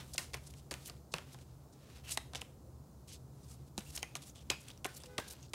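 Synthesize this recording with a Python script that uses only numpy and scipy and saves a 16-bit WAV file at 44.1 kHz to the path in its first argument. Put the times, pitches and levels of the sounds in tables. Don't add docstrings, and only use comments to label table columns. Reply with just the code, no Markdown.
import sys
import numpy as np
from scipy import signal
from scipy.fft import rfft, irfft, next_fast_len
from scipy.io import wavfile
from scipy.ndimage import uniform_filter1d

SR = 44100
rng = np.random.default_rng(int(sys.argv[2]) if len(sys.argv) > 2 else 0)


def voltage_ratio(level):
    return 10 ** (np.asarray(level, float) / 20)


def log_audio(samples):
    frames = np.atleast_2d(samples).T
    limited = np.clip(frames, -1, 1)
    pcm = np.round(limited * 32767).astype(np.int16)
    wavfile.write(sys.argv[1], SR, pcm)


N = 244314

# t/s, peak level/dB, card ring f/Hz, thud re peak/dB, crack re peak/dB
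LANDINGS = [(0.1803, -18, 3300, -22, -2), (0.1813, -13.5, 2500, -25, -5), (0.3431, -22, 2420, -11, -7),
            (0.7105, -30.5, 4700, -24.5, -1), (0.7401, -25, 2550, -14, -3), (1.138, -35, 5930, -37, 7),
            (1.14, -14, 2600, -15, -13), (1.184, -26.5, 3180, -10, -7), (2.1741, -17.5, 3730, -14.5, -2.5),
            (2.3496, -23.5, 2930, -10, -7), (2.356, -24.5, 3380, -17, -5), (2.417, -26, 2945, -9, -3),
            (3.7791, -23.5, 4000, -13, 2), (3.9757, -27, 2880, -15.5, -7), (4.0294, -21, 2900, -14, -1),
            (4.154, -25.5, 2700, -5.5, 1.5), (4.5014, -9, 2770, -19, -16), (4.5053, -27, 7500, -13, 4),
            (4.8458, -26, 2900, -9.5, 3), (4.8557, -23, 2300, -9.5, -10), (5.181, -19, 3200, -20, -5),
            (5.1831, -18, 2230, -6, -13), (5.1864, -27, 3500, -10, -3), (5.5362, -28.5, 2330, -6.5, -9),
            (5.5392, -29, 2800, 1.5, 0)]
LANDING_T60_S = 0.0064
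# t/s, peak level/dB, card ring f/Hz, thud re peak/dB
TICKS = [(0.136, -36, 5070, -24), (0.1488, -41, 3700, 0), (0.3348, -32.5, 3740, -4.5),
         (0.337, -37, 4600, -8), (0.4708, -45, 5130, -26), (0.5387, -40, 3300, -9.5),
         (0.8978, -30.5, 4670, -12), (1.3453, -42, 3300, 1), (1.3884, -44, 2700, -9),
         (2.335, -33.5, 3550, -4.5), (3.786, -30, 2690, -11), (3.807, -38, 3520, -23),
         (3.9545, -46, 5000, -29), (4.358, -42, 3320, -7), (4.684, -38, 7800, -34),
         (4.7032, -37, 3350, -13), (4.776, -46, 5730, -20), (4.8505, -24, 2830, -2),
         (5.0363, -35.5, 5100, -6.5), (5.283, -50, 4980, -27), (5.4283, -46, 6100, -26),
         (5.535, -26, 4150, -9.5), (0.1825, -21.5, 1980, -20), (0.1845, -28, 4900, -23),
         (0.191, -28.5, 1990, -13), (0.196, -36, 2600, -14), (4.4996, -33, 2800, -20),
         (4.503, -22, 7500, -24), (4.515, -35, 5000, -15), (2.178, -31, 4200, -16), (4.1605, -39, 5500, -8),
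         (4.168, -38, 3800, -14), (5.367, -49, 2680, -14), (5.484, -52.5, 4500, -25),
         (0.595, -50.5, 3500, -22), (2.049, -53, 2900, -27), (0.7131, -27, 1980, -7.5),
         (4.694, -44, 2200, -6), (5.335, -46.5, 4540, 0), (.7118, -30, 4800, -22), (.7175, -30, 9000, -10),
         (0.7267, -41, 7000, -17), (.887, -45, 2800, -5), (1.163, -37, 5000, -7), (.369, -42, 3000, -5),
         (.3465, -33, 5240, -13)]
TICK_CRACK_DB, TICK_T60_S = -2, 0.0095
# t/s, body level/dB, hiss level/dB, fade/(dB/s)
SETTLES = [(0.0, -57, -59, 210), (0.186, -49, -48, 264), (0.349, -53, -72, 302), (0.719, -51.5, -58, 198),
           (0.879, -57, -64, 225), (1.145, -49, -58.5, 205), (2.181, -61, -74, 140),
           (2.376, -62.5, -70, 135), (2.422, -64, -66, 302), (3.798, -57.5, -69, 240),
           (4.036, -59, -68, 200), (4.172, -62.5, -74, 250), (4.511, -40, -49.5, 441),
           (4.861, -56, -70, 180), (5.191, -43, -48.5, 550)]
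SETTLE_RUB_DB = -11.5
# start t/s, fastest t/s, end t/s, rub level/dB, hiss re rub/dB
DRAGS = [(-0.1, 0.0, 0.048, -57, -11), (0.013, 0.08, 0.53, -75.5, 12), (0.18, 0.246, 0.32, -64, -9),
         (0.36, 0.45, 0.7, -74, 8), (0.712, 0.822, 0.98, -70, 7.5), (1.174, 1.31, 1.5, -69.5, 1),
         (1.42, 1.5, 1.76, -80, -4), (3.55, 3.6, 3.7, -79, 1), (1.735, 1.97, 2.035, -65, -2.5),
         (2.036, 2.105, 2.17, -56, 0.5), (2.166, 2.25, 2.4, -77, -6), (2.33, 2.356, 2.427, -55.5, -13),
         (3.33, 3.52, 3.59, -76, 11.5), (3.768, 3.91, 3.91, -71, 14.5), (3.92, 3.967, 4.017, -59, 7.5),
         (4.02, 4.08, 4.3, -74, -3), (4.144, 4.205, 4.3, -69, -9), (4.203, 4.284, 4.32, -73.5, 16.5),
         (4.448, 4.69, 4.8, -67, 1), (4.843, 4.903, 5.28, -67.5, 2.5), (5.18, 5.234, 5.47, -61.5, -5)]
DRAG_ENDS_DB, DRAG_BODY_DB = -15.5, 0.5
# middle t/s, length/s, level/dB, centre f/Hz
FACE_PULLS = [(0.343, 0.013, -47.5, 3320), (0.37, 0.011, -65, 6000), (0.507, 0.0077, -60, 6310),
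              (0.583, 0.041, -66.5, 5200), (0.716, 0.008, -46, 3600), (0.864, 0.023, -53.5, 6000),
              (.878, 0.015, -50.5, 9000), (1.334, 0.018, -60, 6250), (1.416, 0.028, -69.5, 4840),
              (2.098, 0.026, -54.5, 4800), (2.122, 0.024, -41.5, 5940), (2.366, 0.024, -50, 4180),
              (3.084, 0.016, -58.5, 5500), (3.1, 0.019, -56.5, 4500), (3.115, 0.016, -59, 3500),
              (3.133, 0.019, -52.5, 5240), (3.151, 0.017, -57, 4550), (4.685, 0.0062, -51.5, 4500),
              (4.024, .005, -53, 3800), (3.677, 0.023, -70, 5530), (3.793, 0.0072, -49, 5810),
              (3.992, 0.012, -73, 5500), (4.165, 0.014, -49.5, 5230), (4.23, 0.02, -56.5, 5330),
              (4.363, 0.024, -61, 4280), (4.385, 0.02, -63.5, 3980), (4.418, 0.026, -63, 3646),
              (4.972, 0.02, -52, 8000), (5.003, 0.006, -63, 4670), (5.021, .004, -60, 5000),
              (5.045, .006, -61, 3500), (3.92, .04, -64, 6000), (3.997, .006, -60, 5000),
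              (5.063, 0.016, -63, 4500), (5.285, 0.011, -50.5, 6640), (5.311, 0.02, -52, 6500),
              (5.329, .016, -52, 9000)]
# middle t/s, length/s, level/dB, centre f/Hz
EDGE_PULLS = [(0.142, 0.012, -44.5, 7140), (0.159, 0.0076, -53, 4230), (0.226, 0.052, -60, 6500),
              (0.474, 0.015, -55, 6900), (1.126, 0.016, -56, 5470), (1.733, 0.018, -67, 6040),
              (1.972, 0.013, -71, 6500), (2.055, 0.019, -82, 3830), (2.14, 0.02, -45, 7140),
              (3.44, 0.018, -68, 5700), (3.522, 0.053, -66.5, 7160), (3.959, 0.013, -43, 7800),
              (3.978, 0.0044, -41, 4550), (4.273, 0.015, -64, 7380), (4.948, 0.01, -55.5, 7200),
              (5.497, 0.0074, -65.5, 6550), (2.414, .006, -50, 7000), (4.862, 0.0092, -47.5, 8470),
              (5.44, 0.065, -66.5, 5040), (4.712, .014, -61.5, 3580), (4.611, 0.014, -59, 7500),
              (4.635, .015, -67, 8500), (.349, .008, -54, 10000), (3.165, .025, -67, 5000)]
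# middle t/s, length/s, level/dB, centre f/Hz
CORNER_PULLS = [(1.942, 0.1, -82, 2700), (2.08, 0.063, -58, 2830), (2.122, 0.012, -46, 7500),
                (5.009, .022, -64, 8100), (5.013, .014, -62, 3200), (5.06, .012, -64, 2700),
                (5.438, .01, -66, 3000), (3.872, 0.018, -74, 2890), (4.297, 0.011, -58, 6700),
                (4.388, 0.041, -68, 3260), (5.431, 0.011, -64, 6030)]
FACE_OCTAVES, EDGE_OCTAVES, CORNER_OCTAVES = 2.28, 1.43, 0.43
# t/s, peak level/dB, f/Hz
THUMPS = [(.714, -35, 600), (.72, -39, 328), (1.14, -32.5, 620), (1.14, -27, 1200), (1.144, -36.5, 155),
          (2.1745, -27.5, 836), (2.417, -46.5, 700), (3.7795, -30, 794), (3.782, -33, 203),
          (3.782, -36, 328), (4.03, -34.5, 790), (4.502, -37.5, 280), (4.5115, -33.5, 770),
          (4.5116, -39, 1080), (4.8555, -36, 403), (4.8555, -32, 770), (.889, -51, 650), (.149, -39, 760),
          (2.36, -40, 520), (5.188, -25, 600), (5.188, -25.5, 1060), (5.188, -39, 275)]
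THUMP_T60_CYCLES = 16
# t/s, peak level/dB, f/Hz, t60/s
RINGS = [(0.182, -34, 4870, .05), (.343, -36.5, 1980, 0.046), (4.153, -30, 6300, 0.014),
         (4.154, -35, 4300, 0.018), (4.03, -30, 3000, 0.022), (2.174, -25, 8600, 0.015),
         (2.174, -32, 11700, .01), (2.178, -51, 8600, 0.22), (2.18, -47.5, 1970, 0.21),
         (2.164, -47, 2340, .04), (2.1757, -23, 1930, 0.021), (3.863, -51, 2730, 0.14),
         (4.033, -37, 2050, 0.08), (4.03, -52, 2490, 0.44), (4.504, -34.5, 2529, 0.26),
         (2.18, -51, 3730, 0.2), (4.5015, -16, 6500, 0.013), (4.503, -32, 560, .03),
         (4.505, -46, 2400, .25), (.19, -36, 1900, .05), (1.1385, -32, 5300, 0.013), (.866, -50, 3000, .1),
         (4.51, -44, 4900, 0.23), (4.869, -47, 1850, 0.19), (4.867, -47, 1530, 0.23),
         (5.201, -43, 1600, 0.28), (5.2, -52, 3700, .06)]
# f/Hz, t60/s
ROOM_DECAY = [(300, 0.37), (1200, 0.37), (2550, 0.34), (5000, 0.33), (12000, 0.43)]
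ROOM_DB = -14.5
# t/s, level/dB
HORN = [
    (5.04, -73),
    (5.075, -54.5),
    (5.11, -56.5),
    (5.2, -57.5),
    (5.26, -75),
    (5.33, -61),
]
# pitch f/Hz, list of harmonic levels 1 to 6/dB
REEDS = [
    (500, [0, -15, -9, -19, -24, -30]),
    (412, [-5, -9, -17, -26, -19, -21]),
]
OVERTONES_LAG_S = 0.032
# f/Hz, level/dB
BACKGROUND = [(95, -20), (160, -5.5), (250, -7.5), (400, -12.5), (630, -17), (1000, -22), (1350, -26.5),
              (1650, -34), (2100, -38.5), (3200, -39.5), (4200, -35), (7000, -34), (12000, -37.5),
              (15500, -37.5)]
BACKGROUND_DB = -61
# f/Hz, width/Hz, level re swell/dB
RUMBLE = [(61.6, 12.6, -1.5), (73.7, 14.6, 3.5), (120.6, 14.5, 1.5), (137.34, 11.8, 2.5)]
# t/s, level/dB
TRAFFIC = [(0.0, -55), (0.54, -56), (1.19, -58.5), (1.48, -56.5), (1.88, -62), (2.04, -56.5), (4.55, -58.5),
           (4.86, -58), (5.08, -59), (5.54, -59)]
TREBLE_END_HZ = 15780


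def rms_one(x):
    return x / np.sqrt(np.mean(x ** 2) + 1e-20)


def peak_one(x):
    return x / np.max(np.abs(x))


def band(x, low_hz, high_hz, order=2):
    return signal.sosfilt(signal.butter(order, [low_hz, high_hz], "band", fs=SR, output="sos"), x)


def resonance(x, hz, width_hz):
    r = np.exp(-np.pi * width_hz / SR)
    zeros = np.array([1, 0, -1]) * (1 - r * r) / 2
    return signal.lfilter(zeros, [1, -2 * r * np.cos(2 * np.pi * hz / SR), r * r], x)


def at_hz(points, hz):
    table_hz, values = np.transpose(points)
    return np.interp(np.log(hz + 1), np.log(table_hz), values)


def drift(rate_hz):
    r = np.exp(-2 * np.pi * rate_hz / SR)
    return rms_one(signal.lfilter([1], [1, -2 * r, r * r], rng.standard_normal(N + SR))[SR:])


def snaps():
    size, lead = 2048, 80
    out = np.zeros(N + size)
    t = np.arange(size) / SR
    after_s = t - lead / SR
    rows = [(*row, LANDING_T60_S) for row in LANDINGS]
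    rows += [(*row, TICK_CRACK_DB, TICK_T60_S) for row in TICKS]
    for s, db, hz, thud_db, crack_db, t60_s in rows:
        noise = rng.standard_normal((3, size))
        shape = voltage_ratio(np.where(after_s < 0, -21 + 9000 * after_s, -60 * after_s / t60_s))
        clicks = noise[0] * (np.abs(noise[0]) > 1.9) * shape * 0.3
        clicks[lead] = 1.9
        flutter = clicks + 0.14 * noise[1] * shape ** 0.48
        ring = band(resonance(flutter, hz, 570), 0.49 * hz, 8150)
        card = peak_one(ring + 0.36 * band(flutter, 2370, 5180))
        crack = peak_one(resonance(flutter, 4900, 2400) + 1.83 * band(flutter, 4170, 9460))
        air = t / 0.0013 * np.exp(-t / 0.0039)
        thud = peak_one(band(noise[2] * air + 0.16 * clicks, 310, 1310))
        i = round(s * SR) - lead
        out[i:i + size] += voltage_ratio(db) * (0.66 * card + voltage_ratio(crack_db) * crack + 0.54 * voltage_ratio(thud_db) * thud)
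    return out[:N]


def slides():
    t = np.arange(N) / SR
    power = np.zeros((3, N))
    for s, body_db, hiss_db, fade_db_per_s in SETTLES:
        after = slice(round(s * SR), round(s * SR) + SR // 2)
        levels_db = np.array([[body_db + SETTLE_RUB_DB], [hiss_db], [body_db]])
        power[:, after] += voltage_ratio(levels_db - fade_db_per_s * (t[after] - s)) ** 2
    for start, fastest, end, rub_db, hiss_db in DRAGS:
        during = (t >= start) & (t <= end)
        speed_db = np.interp(t[during], np.sort([start, fastest, end]), [DRAG_ENDS_DB, 0, DRAG_ENDS_DB])
        power[:, during] += voltage_ratio(rub_db + speed_db + np.array([[0], [hiss_db], [DRAG_BODY_DB]])) ** 2
    grip = voltage_ratio(1.0 * drift(78) + 2.0 * drift(380))
    slips = rng.standard_normal(N) * grip
    rub = rms_one(band(slips, 2420, 6600) + 0.5 * resonance(slips, 3800, 530))
    hiss = rms_one(band(slips, 4420, 11100, order=1))
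    body = rms_one(band(rng.standard_normal(N) * grip, 274, 2690))
    gains = uniform_filter1d(np.sqrt(power), size=88, axis=1)
    return gains[0] * rub + gains[1] * hiss + gains[2] * body + swishes(slips)


def swishes(slips):
    out = np.zeros(N)
    edges = signal.butter(2, [1700, 14000], "band", fs=SR, output="sos")
    kinds = [(FACE_PULLS, FACE_OCTAVES), (EDGE_PULLS, EDGE_OCTAVES), (CORNER_PULLS, CORNER_OCTAVES)]
    for pulls, octaves in kinds:
        spread = 2 ** (octaves / 2)
        for s, length_s, db, hz in pulls:
            near = np.arange(round((s - 1.5 * length_s) * SR), round((s + 1.5 * length_s) * SR))
            stroke = np.exp(-np.abs((near / SR - s) / (0.55 * length_s)) ** 2.6)
            grain = band(slips[near], hz / spread, min(hz * spread, 0.45 * SR))
            grain = grain + 0.16 * octaves * slips[near]
            out[near] += voltage_ratio(db) * stroke * rms_one(signal.sosfilt(edges, grain))
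    return out


def hollows():
    out = np.zeros(N + SR)
    thumps = [(s, db, hz, THUMP_T60_CYCLES / hz) for s, db, hz in THUMPS]
    for s, db, hz, t60_s in RINGS + thumps:
        size = min(16384, round(t60_s * SR) + 256)
        t = np.arange(size) / SR
        kick = np.sin(2 * np.pi * hz * t) * voltage_ratio(-60 * t / min(t60_s, 12.0 / hz))
        scatter = resonance(resonance(rng.standard_normal(size), hz, 0.06 * hz), hz, 0.1 * hz)
        evened = scatter / np.sqrt(uniform_filter1d(scatter ** 2, round(40 * SR / hz)) + 1e-12)
        out[round(s * SR):][:size] += voltage_ratio(db) * (0.8 * kick + 0.35 * evened * voltage_ratio(-60 * t / t60_s))
    return out[:N]


def room(x):
    t = np.arange(SR // 2) / SR
    edges_hz = 200 * 2 ** np.arange(0, 6.6, 0.5)
    white = rng.standard_normal((2, len(t)))
    tail = np.zeros(len(t))
    for k, (low, high) in enumerate(zip(edges_hz, edges_hz[1:])):
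        t60_s = at_hz(ROOM_DECAY, np.sqrt(low * high))
        tail += band(white[k % 2], low, high) * voltage_ratio(-60 * t / t60_s)
    tail = tail * np.clip(t / 0.0027, 0, 1)
    return voltage_ratio(ROOM_DB) * signal.fftconvolve(x, tail / np.sqrt(np.sum(tail ** 2)))[:N]


def horn():
    t = np.arange(N) / SR
    tone = np.zeros(N)
    for hz, levels_db in REEDS:
        for k, db in enumerate(levels_db):
            tone += voltage_ratio(db + 0.58 * drift(7.6)) * np.sin(2 * np.pi * hz * (k + 1) * t)
    first = np.sin(2 * np.pi * REEDS[0][0] * t)
    s, level_db = np.transpose(HORN)
    late = np.clip((t - s[1]) / OVERTONES_LAG_S, 0, 1)
    return (first + late * (tone - first)) * voltage_ratio(np.interp(t, s, level_db, left=-140, right=-140))


def background():
    t = np.arange(N) / SR
    size = next_fast_len(N)
    colour = voltage_ratio(at_hz(BACKGROUND, np.arange(size // 2 + 1) * SR / size))
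    out = voltage_ratio(BACKGROUND_DB) * rms_one(irfft(rfft(rng.standard_normal(size)) * colour, size)[:N])
    s, level_db = np.transpose(TRAFFIC)
    swell_db = np.interp(t, s, level_db) - 5.5
    for hz, width_hz, db in RUMBLE:
        boom = resonance(resonance(rng.standard_normal(N + SR), hz, width_hz), hz, 2.0 * width_hz)[SR:]
        out = out + voltage_ratio(db + swell_db) * rms_one(boom)
    motor = resonance(resonance(rng.standard_normal(N), 527, 10), 510, 4.0)
    passing = np.exp(-((t - 2.62) / 0.25) ** 2)
    return out + voltage_ratio(-74) * passing * rms_one(motor)


def scene():
    hits, rings, rub = snaps(), hollows(), slides()
    reverb = room(hits + 0.4 * rings + 0.63 * rub)
    mono = hits + rings + rub + reverb + horn() + background()
    return np.array([mono, mono])


def top_cut(x):
    return signal.sosfilt(signal.butter(12, 16600, fs=SR, output="sos"), x)


def record(dry):
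    imbalance = voltage_ratio(-33) * band(dry[0], 250, 5000) * drift(4.3)
    own = band(imbalance + voltage_ratio(-84.5) * rng.standard_normal(N), 260, 22000)
    low_pass = signal.ellip(10, 0.5, 60, TREBLE_END_HZ, fs=SR, output="sos")
    x = signal.sosfilt(low_pass, dry + own * [[1], [-1]])
    x = signal.sosfilt(signal.butter(4, 38, "high", fs=SR, output="sos"), x)
    return top_cut(x)


dry = scene()
out = record(dry)
log_audio(out)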